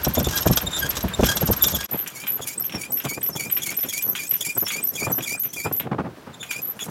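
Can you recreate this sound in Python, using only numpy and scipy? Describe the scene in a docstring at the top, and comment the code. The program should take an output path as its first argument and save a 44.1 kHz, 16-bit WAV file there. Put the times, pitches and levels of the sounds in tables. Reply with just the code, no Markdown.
"""Choppy water washes and gusts buffet the microphone as a dry hand winch hauls a boat onto its trailer.
Cranked slowly under load, each gear tooth chirps and scrapes by stick-slip friction. The level dips briefly as
the scene changes, and the winch spins fast: each turn runs through squeak, squeal with scraping, whistle and,
at full speed, chatter. The ratchet clacks by impact, and the steel frame resonates with the mechanism."""
import sys
import numpy as np
from scipy import signal
from scipy.fft import rfft, irfft
from scipy.io import wavfile
from scipy.ndimage import uniform_filter1d, map_coordinates

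SR = 44100
rng = np.random.default_rng(int(sys.argv[2]) if len(sys.argv) > 2 else 0)


def put_to_file(sound):
    """Save the sound as 16-bit audio at rate SR, in the file named by the first command-line argument."""
    columns = np.atleast_2d(sound).T  # one column per channel
    safe = np.clip(columns, -1, 1)
    whole_steps = np.round(safe * 32767)
    wavfile.write(sys.argv[1], SR, whole_steps.astype(np.int16))


N = 304290
T = np.arange(N) / SR

FAST_FROM_S = 1.876  # the scene changes: slow, heavy cranking, then fast, light spinning
FULL_SPEED_FROM_S, FULL_SPEED_TO_S = 2.4, 5.5
SQUEAK_PLACE, SQUEAK_SHARE = -.1, .11  # shares of a fast turn, counted from its squeal
BAND_LIMIT_HZ = 16050
# Strength of the weather: (t/s, wind level/dB, water level/dB). Levels are relative within each source.
WEATHER = [(0.0, -44, -33.5), (1.61, -43, -33.5), (2.04, -55.5, -41.5), (3.5, -49, -51),
           (4.4, -56.5, -49.5), (5.07, -49.5, -47.5), (5.44, -53.5, -51), (5.882, -45.5, -52),
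           (6.19, -56, -45), (6.9, -53.5, -44.5)]


def gain_of(db):
    """Amplitude ratio: tenfold for every 20 dB."""
    return 10 ** (np.asarray(db) / 20)


def unit_rms(x):
    """Normalisation to a mean power of one."""
    return x / np.sqrt(np.mean(x ** 2) + 1e-20)


def add(mix, s, sound):
    """Superposition: a sound joins the mix at s seconds."""
    part = mix[max(round(s * SR), 0):][:len(sound)]
    part += sound[:len(part)]


def wander(n, hz):
    """Smooth random modulation of about unit spread, with a bandwidth near hz."""
    knots = rng.standard_normal(8192)
    coarse = np.arange(0, n + 16, 16)
    curve = map_coordinates(knots, [coarse * 2 * hz / SR], order=3, mode="wrap")
    return np.interp(np.arange(n), coarse, curve)


def butterworth(x, order, hz, kind="low"):
    """Filtering with a maximally flat passband."""
    return signal.sosfilt(signal.butter(order, hz, kind, fs=SR, output="sos"), x)


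def colour(x, spectrum, lo_hz=0, hi_hz=SR, size=4096):
    """Minimum-phase filtering; unit white noise comes out with unit power between lo_hz and hi_hz."""
    hz = np.fft.rfftfreq(size, 1 / SR)
    f, db = np.transpose(spectrum)
    gain = gain_of(np.interp(np.log(hz + 1), np.log(f), db))
    gain /= np.sqrt(np.mean(gain ** 2 * ((hz > lo_hz) & (hz < hi_hz))))
    cepstrum = irfft(np.log(gain + 1e-6))
    cepstrum[1:size // 2] *= 2
    cepstrum[size // 2 + 1:] = 0
    return signal.oaconvolve(x, irfft(np.exp(rfft(cepstrum))))[:N]


def swell(length_s, peak_share, edge_s):
    """Rise and fall with energy proportional to length, widened by two edges: (progress, envelope)."""
    length_s = max(length_s, .004)
    u = np.linspace(0, 1, int((length_s + 2 * edge_s) * SR))
    shape = np.sin(np.pi * np.interp(u, [0, peak_share, 1], [0, .5, 1]))
    return u, shape * np.sqrt(length_s * SR / np.sum(shape ** 2))


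def by_chance(per_s, spread_db, end_s):
    """A jittered pulse train, one event at random in each interval: (t/s, level offset/dB)."""
    place, size = rng.random((256, 2)).T
    times = (np.arange(len(place)) + place) / per_s
    offsets_db = spread_db * np.sqrt(3) * (2 * size - 1)
    return np.transpose([times, offsets_db])[times < end_s]


def water():
    """Modulated noise: wash of small waves, with faint recorder hiss in the treble, and spattering spray."""
    # Spectrum of the wash, with faint recorder hiss from 8 to 16 kHz: (f/Hz, level/dB)
    wash_and_hiss_spectrum = [(60, -16), (180, -4.5), (600, 1.5), (1000, 3.5), (1600, -1.5), (2800, -3.5),
                              (4500, -7), (8000, -14.5), (16000, -16)]
    # Spectrum of the spray off the wave crests: (f/Hz, level/dB)
    spray_spectrum = [(200, -33), (600, -0.5), (1600, 14.5), (3000, -14.5), (8000, -31)]
    times, _, water_db = np.transpose(WEATHER)
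    noise = rng.standard_normal(N) * gain_of(.55 * wander(N, 41))
    wash_and_hiss = colour(noise, wash_and_hiss_spectrum, 480, 3600)
    spray = rng.standard_normal(N) * unit_rms(gain_of(5.3 * wander(N, 30)))
    spray = colour(spray, spray_spectrum, 700, 1900)
    return gain_of(np.interp(T, times, water_db)) * (gain_of(-7) * wash_and_hiss + gain_of(-10.5) * spray)


def eddies():
    """Pressure pulses: strong eddies strike the microphone, and small ones ride on the steady wind."""
    # The strongest eddies: (t/s, length/s, level/dB)
    strong = [(.065, 0.013, -19), (.171, 0.02, -19.5), (.197, 0.032, -27.5), (.266, 0.018, -24.5),
              (.457, 0.014, -14), (.497, 0.02, -20), (1.037, 0.02, -24.5), (1.19, 0.02, -17),
              (1.228, 0.01, -14.5), (1.414, .027, -24), (1.484, 0.031, -21.5), (1.733, 0.031, -31),
              (1.936, 0.027, -31.5), (2.394, .013, -33.5), (2.737, 0.045, -35), (3.043, 0.037, -31),
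              (3.174, 0.013, -32.5), (3.353, 0.013, -33.5), (4.054, 0.092, -43), (4.566, 0.015, -31.5),
              (4.622, 0.024, -34.5), (5.018, .03, -33), (5.067, 0.022, -27.5), (5.098, 0.024, -29.5),
              (5.178, 0.031, -33), (5.646, 0.05, -28.5), (5.714, 0.0038, -28.5), (5.87, 0.0054, -31),
              (5.915, 0.02, -26), (5.942, 0.011, -31.5), (5.982, 0.042, -26.5), (6.038, 0.06, -36),
              (6.269, 0.034, -41.5), (6.88, 0.014, -35.5)]
    times, wind_db, _ = np.transpose(WEATHER)
    small = [(s, .018, np.interp(s, times, wind_db) + 7 + db)
             for s, db in by_chance(per_s=9, spread_db=3, end_s=N / SR)]
    out = np.zeros(N)
    for s, length, db in strong + small:
        _, shape = swell(length, peak_share=.21, edge_s=.0034)
        flutter = unit_rms(gain_of(3 * wander(len(shape), 130)))
        eddy = butterworth(shape * flutter * rng.standard_normal(len(shape)), 2, 2500)
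        force = np.std(butterworth(eddy, 1, [220, 800], "band"))
        add(out, s - .002, gain_of(db - 15) * eddy / force)
    return out


def wind():
    """Turbulence on the microphone: a lumpy rumble, with sharp puffs that leave a slower thud behind."""
    # Wind spectra during the slow and the fast cranking: (f/Hz, level/dB)
    heavy_spectrum = [(20, -25), (60, 5), (130, 0), (280, -4.5), (600, -5), (1000, -16.5), (1700, -28.5),
                      (4000, -105)]
    light_spectrum = [(30, -48), (70, -10.5), (130, 1.5), (300, 0), (650, -4.5), (1200, -9), (2000, -19),
                      (4000, -29.5)]
    thud_spectrum = [(20, -42), (70, 1.5), (190, 2.5), (450, -19.5), (1500, -92.5)]
    times, wind_db, _ = np.transpose(WEATHER)
    gusts = gain_of(np.interp(T, times, wind_db) + 3.8 * wander(N, 26))
    rumble = butterworth(gusts * rng.standard_normal(N), 1, 450)
    puffs = eddies()
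    lag = np.exp(-1 / (.021 * SR))  # time constant 21 ms
    wake = signal.lfilter([1 - lag], [1, -lag], abs(puffs))
    thud = colour(wake * rng.standard_normal(N), thud_spectrum)
    heavy = colour(gain_of(-.5) * puffs + gain_of(3.5) * rumble, heavy_spectrum, 160, 1600)
    heavy += gain_of(14) * thud
    light = colour(gain_of(1.3) * puffs + gain_of(7) * rumble, light_spectrum, 196, 1400)
    light += gain_of(7) * butterworth(thud, 4, 85, "high")
    return np.where(T < FAST_FROM_S, heavy, light)


def teeth():
    """Gear meshing under load, one contact per tooth: (t/s, whistle level/dB, scrape level/dB)."""
    # Runs of evenly spaced teeth: (t/s, number of teeth, whistle level/dB, scrape level/dB)
    mesh = [(0.034, 1, -24.5, -25), (.083, 1, -28, -42), (0.138, 2, -25.5, -25.5), (.231, 2, -29.5, -32),
            (0.312, 1, -31, -27.5), (.356, 3, -25, -29.5), (0.513, 1, -26, -26), (.559, 1, -22, -24),
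            (.613, 2, -28, -42), (.712, 1, -46, -54), (0.79, 1, -25, -40), (.84, 1, -46, -34),
            (0.892, 1, -23, -27), (0.956, 2, -40, -25), (1.03, 1, -29, -43.5), (1.087, 1, -31.5, -56),
            (1.142, 1, -55, -50), (1.2, 1, -52, -59), (1.255, 1, -26.5, -26.5), (1.3, 1, -31, -30),
            (1.356, 1, -25.5, -22.5), (1.409, 1, -24, -35), (1.458, 1, -25, -23), (1.512, 1, -20, -25),
            (1.566, 1, -27, -47), (1.623, 1, -14, -21), (1.667, 1, -19.5, -25), (1.704, 1, -27, -31.5),
            (1.747, 1, -24.5, -33), (1.79, 1, -35, -32.5), (1.842, 1, -28.5, -40)]
    times, count, whistle_db, scrape_db = np.transpose(mesh)
    first = np.cumsum(count) - count
    tooth = np.arange(first[-1] + 1)
    return np.transpose([np.interp(tooth, first, column) for column in (times, whistle_db, scrape_db)])


def fast_turns():
    """Rotation repeats the same rubs: each turn's row, with its period/s inserted as second column."""
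    # Fast turns, each counted from its squeal: (t/s, squeal level/dB, squeal f/Hz, scrape level/dB,
    # squeak level/dB, whistle level/dB, whistle delay/s, whistle length/s)
    turns = [(1.77, -60, 2210, -47, -60, -26.5, 0.14, 0.13),
             (2.135, -38, 2230, -38.5, -55, -24, 0.14, 0.092),
             (2.447, -39, 2250, -34.5, -37.5, -27, 0.15, .088),
             (2.78, -36, 2268, -35.5, -57, -24, 0.14, .08),
             (3.069, -31, 2248, -35, -43, -22.5, 0.16, 0.067),
             (3.382, -30.5, 2247, -31.5, -36.5, -22.5, 0.13, 0.072),
             (3.647, -30, 2204, -30, -32, -23.5, 0.12, 0.079),
             (3.915, -31, 2272, -30, -31.5, -23.5, .108, 0.11),
             (4.183, -32.5, 2307, -30.5, -36.5, -22.5, 0.11, .074),
             (4.434, -31, 2305, -30, -30.5, -22, 0.14, 0.064),
             (4.704, -28, 2258, -32, -32, -22.5, .132, 0.07),
             (4.978, -27.5, 2290, -29.5, -37, -22, 0.14, 0.069),
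             (5.254, -28, 2280, -32.5, -34.5, -24.5, .14, 0.081),
             (5.565, -31, 2307, -35.5, -41.5, -23, 0.16, 0.08),
             (6.489, -31.5, 2307, -35.5, -55, -28.5, .128, .11)]
    rows = np.array(turns)
    period_s = np.minimum(np.diff(rows[:, 0], append=np.inf), .34)  # in a longer wait the handle rests
    return np.insert(rows, 1, period_s, axis=1)


def stick_slip(hz, harmonics_db, jitter, jitter_hz, flutter_db, flutter_hz):
    """Stick-slip oscillation: the pitch trembles and each harmonic flutters as the grip changes."""
    n = len(hz)
    phase = 2 * np.pi * np.cumsum(hz * (1 + jitter * wander(n, jitter_hz))) / SR
    grip = unit_rms(gain_of(flutter_db * wander(n, flutter_hz)))
    tone = np.zeros(n)
    for k, db in enumerate(harmonics_db, 1):
        flutter = unit_rms(gain_of(flutter_db / 2 * wander(n, flutter_hz)))
        if k * hz.mean() < SR / 2:
            tone += gain_of(db) * np.sqrt(2) * flutter * np.sin(k * phase)
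    return grip * tone


def whistle_strokes():
    """Intermittent grip, once a slow tooth, twice a fast turn: (t/s, length/s, level/dB, two f/Hz)."""
    # The whistle catches, lets go and catches again:
    # (place and length as shares of the whistle, level/dB, first f/Hz, last f/Hz)
    bursts = [(.02, 0.36, .5, 12090, 11820), (.5, 0.49, -0.5, 12170, 12190)]
    rows = []
    for s, db, _ in teeth():
        length = .021 * np.exp(.42 * min(db + 27.5, 0))  # weaker chirps are also shorter
        rows.append((s, length, db, 12650, 12530))
    for s, *_, db, delay, length in fast_turns():
        rows += [(s + delay + place * length, share * length, db + burst_db, first_hz, last_hz)
                 for place, share, burst_db, first_hz, last_hz in bursts]
    return rows


def whistles():
    """Friction excites the bearing's highest mode: abrupt chirps under load, longer bursts when fast."""
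    out = np.zeros(N)
    for s, length, db, first_hz, last_hz in whistle_strokes():
        if s < FAST_FROM_S:
            u, shape = swell(length, peak_share=.35, edge_s=.0013)
            lead_s, grip = .003, dict(jitter=.008, jitter_hz=420, flutter_db=2, flutter_hz=260)
        else:
            u, shape = swell(length, peak_share=.3, edge_s=.004)
            shape = np.sqrt(shape)  # holds its level until the grip lets go
            lead_s, grip = .002, dict(jitter=.009, jitter_hz=190, flutter_db=3.8, flutter_hz=130)
        hz = np.interp(u, [.2, .8], [first_hz, last_hz])
        add(out, s - lead_s, gain_of(db) * shape * stick_slip(hz, [0], **grip))
    return gain_of(.5) * out


def frame(x, ring_db, scatter_db):
    """Resonance and scattering: winch frame and trailer ring on; hull and gangway scatter the sound."""
    # Modes of the steel frame: (f/Hz, bandwidth/Hz, level/dB)
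    modes = [(1450, 30, 4), (1567, 54, 5.5), (2402, 24, 6), (3420, 20, -30), (3670, 36, -12),
             (4017, 65, 1.5), (5430, 40, 2), (5500, 32, -5.5), (6700, 55, 4), (7450, 60, 2)]
    t = np.arange(SR // 4) / SR
    ring = np.zeros(len(t))
    for hz, width, db in modes:
        decay = 2 * np.pi * width / SR * np.exp(-np.pi * width * t)
        ring += gain_of(db) * decay * np.cos(2 * np.pi * hz * t)
    scatter = rng.standard_normal(len(t)) * gain_of(-60 * t / .069) * (t > .003)
    response = gain_of(ring_db) * ring + gain_of(scatter_db) * scatter / np.linalg.norm(scatter)
    return x + signal.oaconvolve(x, response)[:N]


def scrape_strokes():
    """Sliding contact at teeth, squeaks, rough spots and whistle catches: (t/s, length/s, level/dB)."""
    # The gears grind where the handle is forced or let go: (t/s, length/s, level/dB)
    grinds = [(.36, .05, -30.5), (.763, 0.051, -32), (1.233, 0.051, -27), (2.075, 0.016, -29),
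              (3.051, 0.0086, -28.5), (6.794, 0.081, -38.5)]
    # Rough spots met in every fast turn: (place and length as shares of the turn, level/dB)
    rough_spots = [(0.048, .14, 1), (0.201, .12, -2.5)]
    rows = grinds + [(s + .013, .019, db) for s, _, db in teeth()]  # each tooth bites, then slides off
    for s, turn_s, _, _, db, squeak_db, *_ in fast_turns():
        rows.append((s + SQUEAK_PLACE * turn_s, SQUEAK_SHARE * turn_s, squeak_db + 3))
        rows += [(s + place * turn_s, share * turn_s, db + spot_db)
                 for place, share, spot_db in rough_spots]
    catches = [(s, .0057, db - 13.5) for s, _, db, *_ in whistle_strokes() if s > FAST_FROM_S]
    return rows + catches


def slips(per_s, decay_s, depth):
    """Relaxation: grip breaks at random, and each slip jumps up and dies away over a steady rub."""
    kicks = (rng.random(N) < per_s / SR).astype(float)
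    return unit_rms(1 + depth * signal.lfilter([1], [1, -np.exp(-1 / (decay_s * SR))], kicks))


def scrapes():
    """Friction noise: micro-slips rasp through the gears and screech on unsteady, inharmonic partials."""
    # Scraping spectra under load and at speed: (f/Hz, level/dB)
    heavy_spectrum = [(710, -32), (1200, -1.5), (1690, -6), (2280, -11.5), (3330, 1), (4470, -5.5),
                      (5710, 2.5), (9170, -8), (10100, -15.5), (11500, -4), (15000, -10.5), (22000, -120)]
    light_spectrum = [(900, -40), (2000, 6.5), (3300, 3.5), (4100, -1), (5500, 10.5), (7000, 12.5),
                      (8500, 7.5), (11000, 11.5), (13000, 12.5), (16000, 3.5)]
    pressure = np.zeros(N)
    for s, length, db in scrape_strokes():
        _, shape = swell(length, peak_share=.2, edge_s=.0013)
        add(pressure, s - .002, gain_of(db) * shape)
    # the gears keep rubbing between the hard strokes
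    rubbing = uniform_filter1d(pressure, int(.14 * SR)) * gain_of(4.5 * wander(N, 35))
    screech = np.zeros(N)
    for hz in np.arange(1700, BAND_LIMIT_HZ, 680):
        pitch = hz + 210 * wander(N, 18) + 55 * wander(N, 190)
        screech += gain_of(5 * wander(N, 40)) * np.sin(2 * np.pi * np.cumsum(pitch) / SR)
    screech, rasp = unit_rms(screech), rng.standard_normal(N)
    heavy = (.85 * rasp + .5 * screech) * slips(per_s=70, decay_s=.005, depth=1.6)
    heavy *= np.hypot(pressure, gain_of(-5.5) * rubbing)
    heavy = colour(heavy, heavy_spectrum[1:-1] + [(16000, -22)])
    light = (.72 * rasp + .68 * screech) * slips(per_s=120, decay_s=.004, depth=1.8)
    light *= np.hypot(pressure, gain_of(-7) * rubbing)
    # at speed the screech never quite stops
    spinning = gain_of(-12) * uniform_filter1d(pressure, int(.3 * SR)) * screech
    light = colour(light + spinning, light_spectrum)
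    return np.where(T < FAST_FROM_S, gain_of(-1) * heavy, gain_of(-2.2) * light)


def ratchet(t60_s=.2):
    """Impact: the pawl drops hard or rattles on the teeth, ringing many close modes of the winch."""
    # Hard drops of the pawl: (t/s, level/dB)
    clacks = [(.0478, -28), (.5247, -27), (.9053, -27.5), (1.2336, -17.5), (1.9883, -31), (2.062, -28),
              (2.2682, -23.5), (2.6948, -29), (2.7492, -28.5), (3.0016, -29), (3.0498, -24.5),
              (3.5681, -22.5), (3.7144, -25.5), (3.832, -25), (4.1518, -19), (4.3399, -28.5),
              (4.6661, -21.5), (4.7044, -20), (5.2069, -27.5), (5.7985, -23.5), (6.4293, -26.5),
              (6.5114, -22), (6.7918, -26.5)]
    # Spectrum of the struck winch: (f/Hz, level/dB)
    ring_spectrum = [(300, -29.5), (900, -3), (1700, 3), (2500, 7.5), (3400, 6), (4300, -9.5), (7000, -9.5),
                     (15000, -11)]
    rattle = [(s, db - 34) for s, db in by_chance(per_s=9, spread_db=4, end_s=5.8)]
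    out, t = np.zeros(N), np.arange(SR // 4) / SR
    envelope = gain_of(-60 * t / t60_s) + 1.1 * np.exp(-t / .0019)
    for s, db in clacks + rattle:
        add(out, s, gain_of(db) * envelope * rng.standard_normal(len(t)))
    return gain_of(-10.5) * colour(out, ring_spectrum, 1200, 3900)


def squeaks():
    """Mode locking: brief slips settle on one mode of the steel; the high ones are nearly pure."""
    # Stray squeaks of gears and handle: (t/s, length/s, level/dB, f/Hz)
    strays = [(.172, 0.028, -33, 3490), (.243, 0.037, -29, 3560), (.664, 0.02, -29, 3640),
              (.706, .095, -31, 3610), (1.138, 0.015, -28, 3705), (1.61, 0.072, -29, 3570),
              (1.729, 0.038, -32.5, 3490), (2.579, 0.01, -27.5, 8040), (2.722, 0.058, -40.5, 5590),
              (3.319, .042, -47, 5400), (4.553, .007, -32, 8400), (4.654, 0.023, -36, 5440),
              (5.127, 0.015, -34.5, 5950), (4.83, 0.0076, -28, 8380), (6.333, .025, -47.5, 3670),
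              (6.399, 0.049, -37.5, 3480), (6.8, 0.043, -33.5, 3430)]
    # Harmonics of a low squeak, from the first upward: (level/dB)
    harmonics = [-3, -8, -16, -26.5]
    strokes = list(strays)
    for s, turn_s, _, _, _, db, _, whistle_delay, _ in fast_turns():
        strokes.append((s + SQUEAK_PLACE * turn_s, SQUEAK_SHARE * turn_s, db, 3380))
        if FULL_SPEED_FROM_S < s < FULL_SPEED_TO_S:  # a high pip just before the whistle
            strokes.append((s + whistle_delay - .018, .015, -39.5, rng.uniform(7830, 8260)))
    out = np.zeros(N)
    for s, length, db, hz in strokes:
        u, shape = swell(length, peak_share=.62, edge_s=.0018)
        pitch = np.full(len(u), hz)
        if hz < 4500:
            tone = stick_slip(pitch, harmonics, jitter=.03, jitter_hz=360, flutter_db=4, flutter_hz=100)
        else:
            tone = stick_slip(pitch, [0, -11], jitter=.014, jitter_hz=120, flutter_db=3.5, flutter_hz=80)
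        add(out, s - .004, gain_of(db) * shape * tone)
    return gain_of(2.36) * out


def squeals():
    """Stick-slip of the shaft, once a turn: pitch sags as the handle bears down and climbs as it eases."""
    # Squeals of the slow turns: (t/s, level/dB)
    slow_turns = [(.325, -31.5), (.815, -27), (1.284, -24.5), (1.788, -34)]
    # Pitch through one squeal: (share of its length, frequency ratio)
    pitch_bend = [(0, 1.09), (.16, 1.045), (.33, .98), (.62, 1.04), (1, 1.11)]
    # Harmonics under load and at speed, from the first upward: (level/dB)
    heavy_harmonics = [-1, -2, -8, -9, -15, -16, -16, -12, -15]
    light_harmonics = [0, -8, -6, -11, -17, -17]
    slow = [(s, .061, db, 1623) for s, db in slow_turns]
    fast = [(s, .35 * turn_s, db, hz) for s, turn_s, db, hz, *_ in fast_turns()]
    out = np.zeros(N)
    for s, length, db, hz in slow + fast:
        u, shape = swell(length, peak_share=.36, edge_s=.0099)
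        bend = np.interp(u, *np.transpose(pitch_bend))
        if s < FAST_FROM_S:
            tone = stick_slip(hz * bend ** .25, heavy_harmonics,
                              jitter=.022, jitter_hz=450, flutter_db=3.2, flutter_hz=110)
        else:
            tone = stick_slip(hz * bend, light_harmonics,
                              jitter=.016, jitter_hz=310, flutter_db=3.3, flutter_hz=100)
        stutter = unit_rms(gain_of(2.4 * wander(len(u), 40)))
        add(out, s - .008, gain_of(db) * shape * stutter * tone)
    return gain_of(-6) * out


def chatter(count=6):
    """Rolling contact: at full speed the teeth give raspy, gliding chirps on each upstroke."""
    out = np.zeros(N)
    for s, turn_s, *_ in fast_turns():
        if FULL_SPEED_FROM_S < s < FULL_SPEED_TO_S:
            for k, (delay, pitch, glide, size, length) in enumerate(rng.uniform(-.9, 1, (count, 5))):
                u, shape = swell(.018 + .009 * length, peak_share=.35, edge_s=.002)
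                hz = (5770 + 550 * pitch) * (1 + .07 * glide * (u - .5))
                tone = stick_slip(hz, [0, -8], jitter=.028, jitter_hz=300, flutter_db=3.5, flutter_hz=110)
                place = .5 + .45 * (k + delay / 2) / count  # second half of the turn
                add(out, s + place * turn_s, gain_of(-48 + 1.3 * size) * shape * tone)
    return out


def scene():
    """Superposition of the winch, heard close by through its frame, with wind and waves."""
    tones = frame(whistles() + squeals() + squeaks() + chatter(), ring_db=.5, scatter_db=-11.5)
    knocks = frame(scrapes() + ratchet(), ring_db=-6.5, scatter_db=-10.5)
    return (tones + knocks + wind() + water())[None]


def record(dry):
    """Attenuation: the level dips briefly as the fast spinning begins; a low-pass limits the treble."""
    dip = gain_of(np.interp(T - FAST_FROM_S, [-.016, -.004, .006, .017], [0, -32, -24, 0]))
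    low_pass = signal.firwin(511, BAND_LIMIT_HZ, window=("kaiser", 7), fs=SR)
    return signal.oaconvolve(dry * dip, low_pass[None], "same")


dry = scene()
out = record(dry)
put_to_file(out)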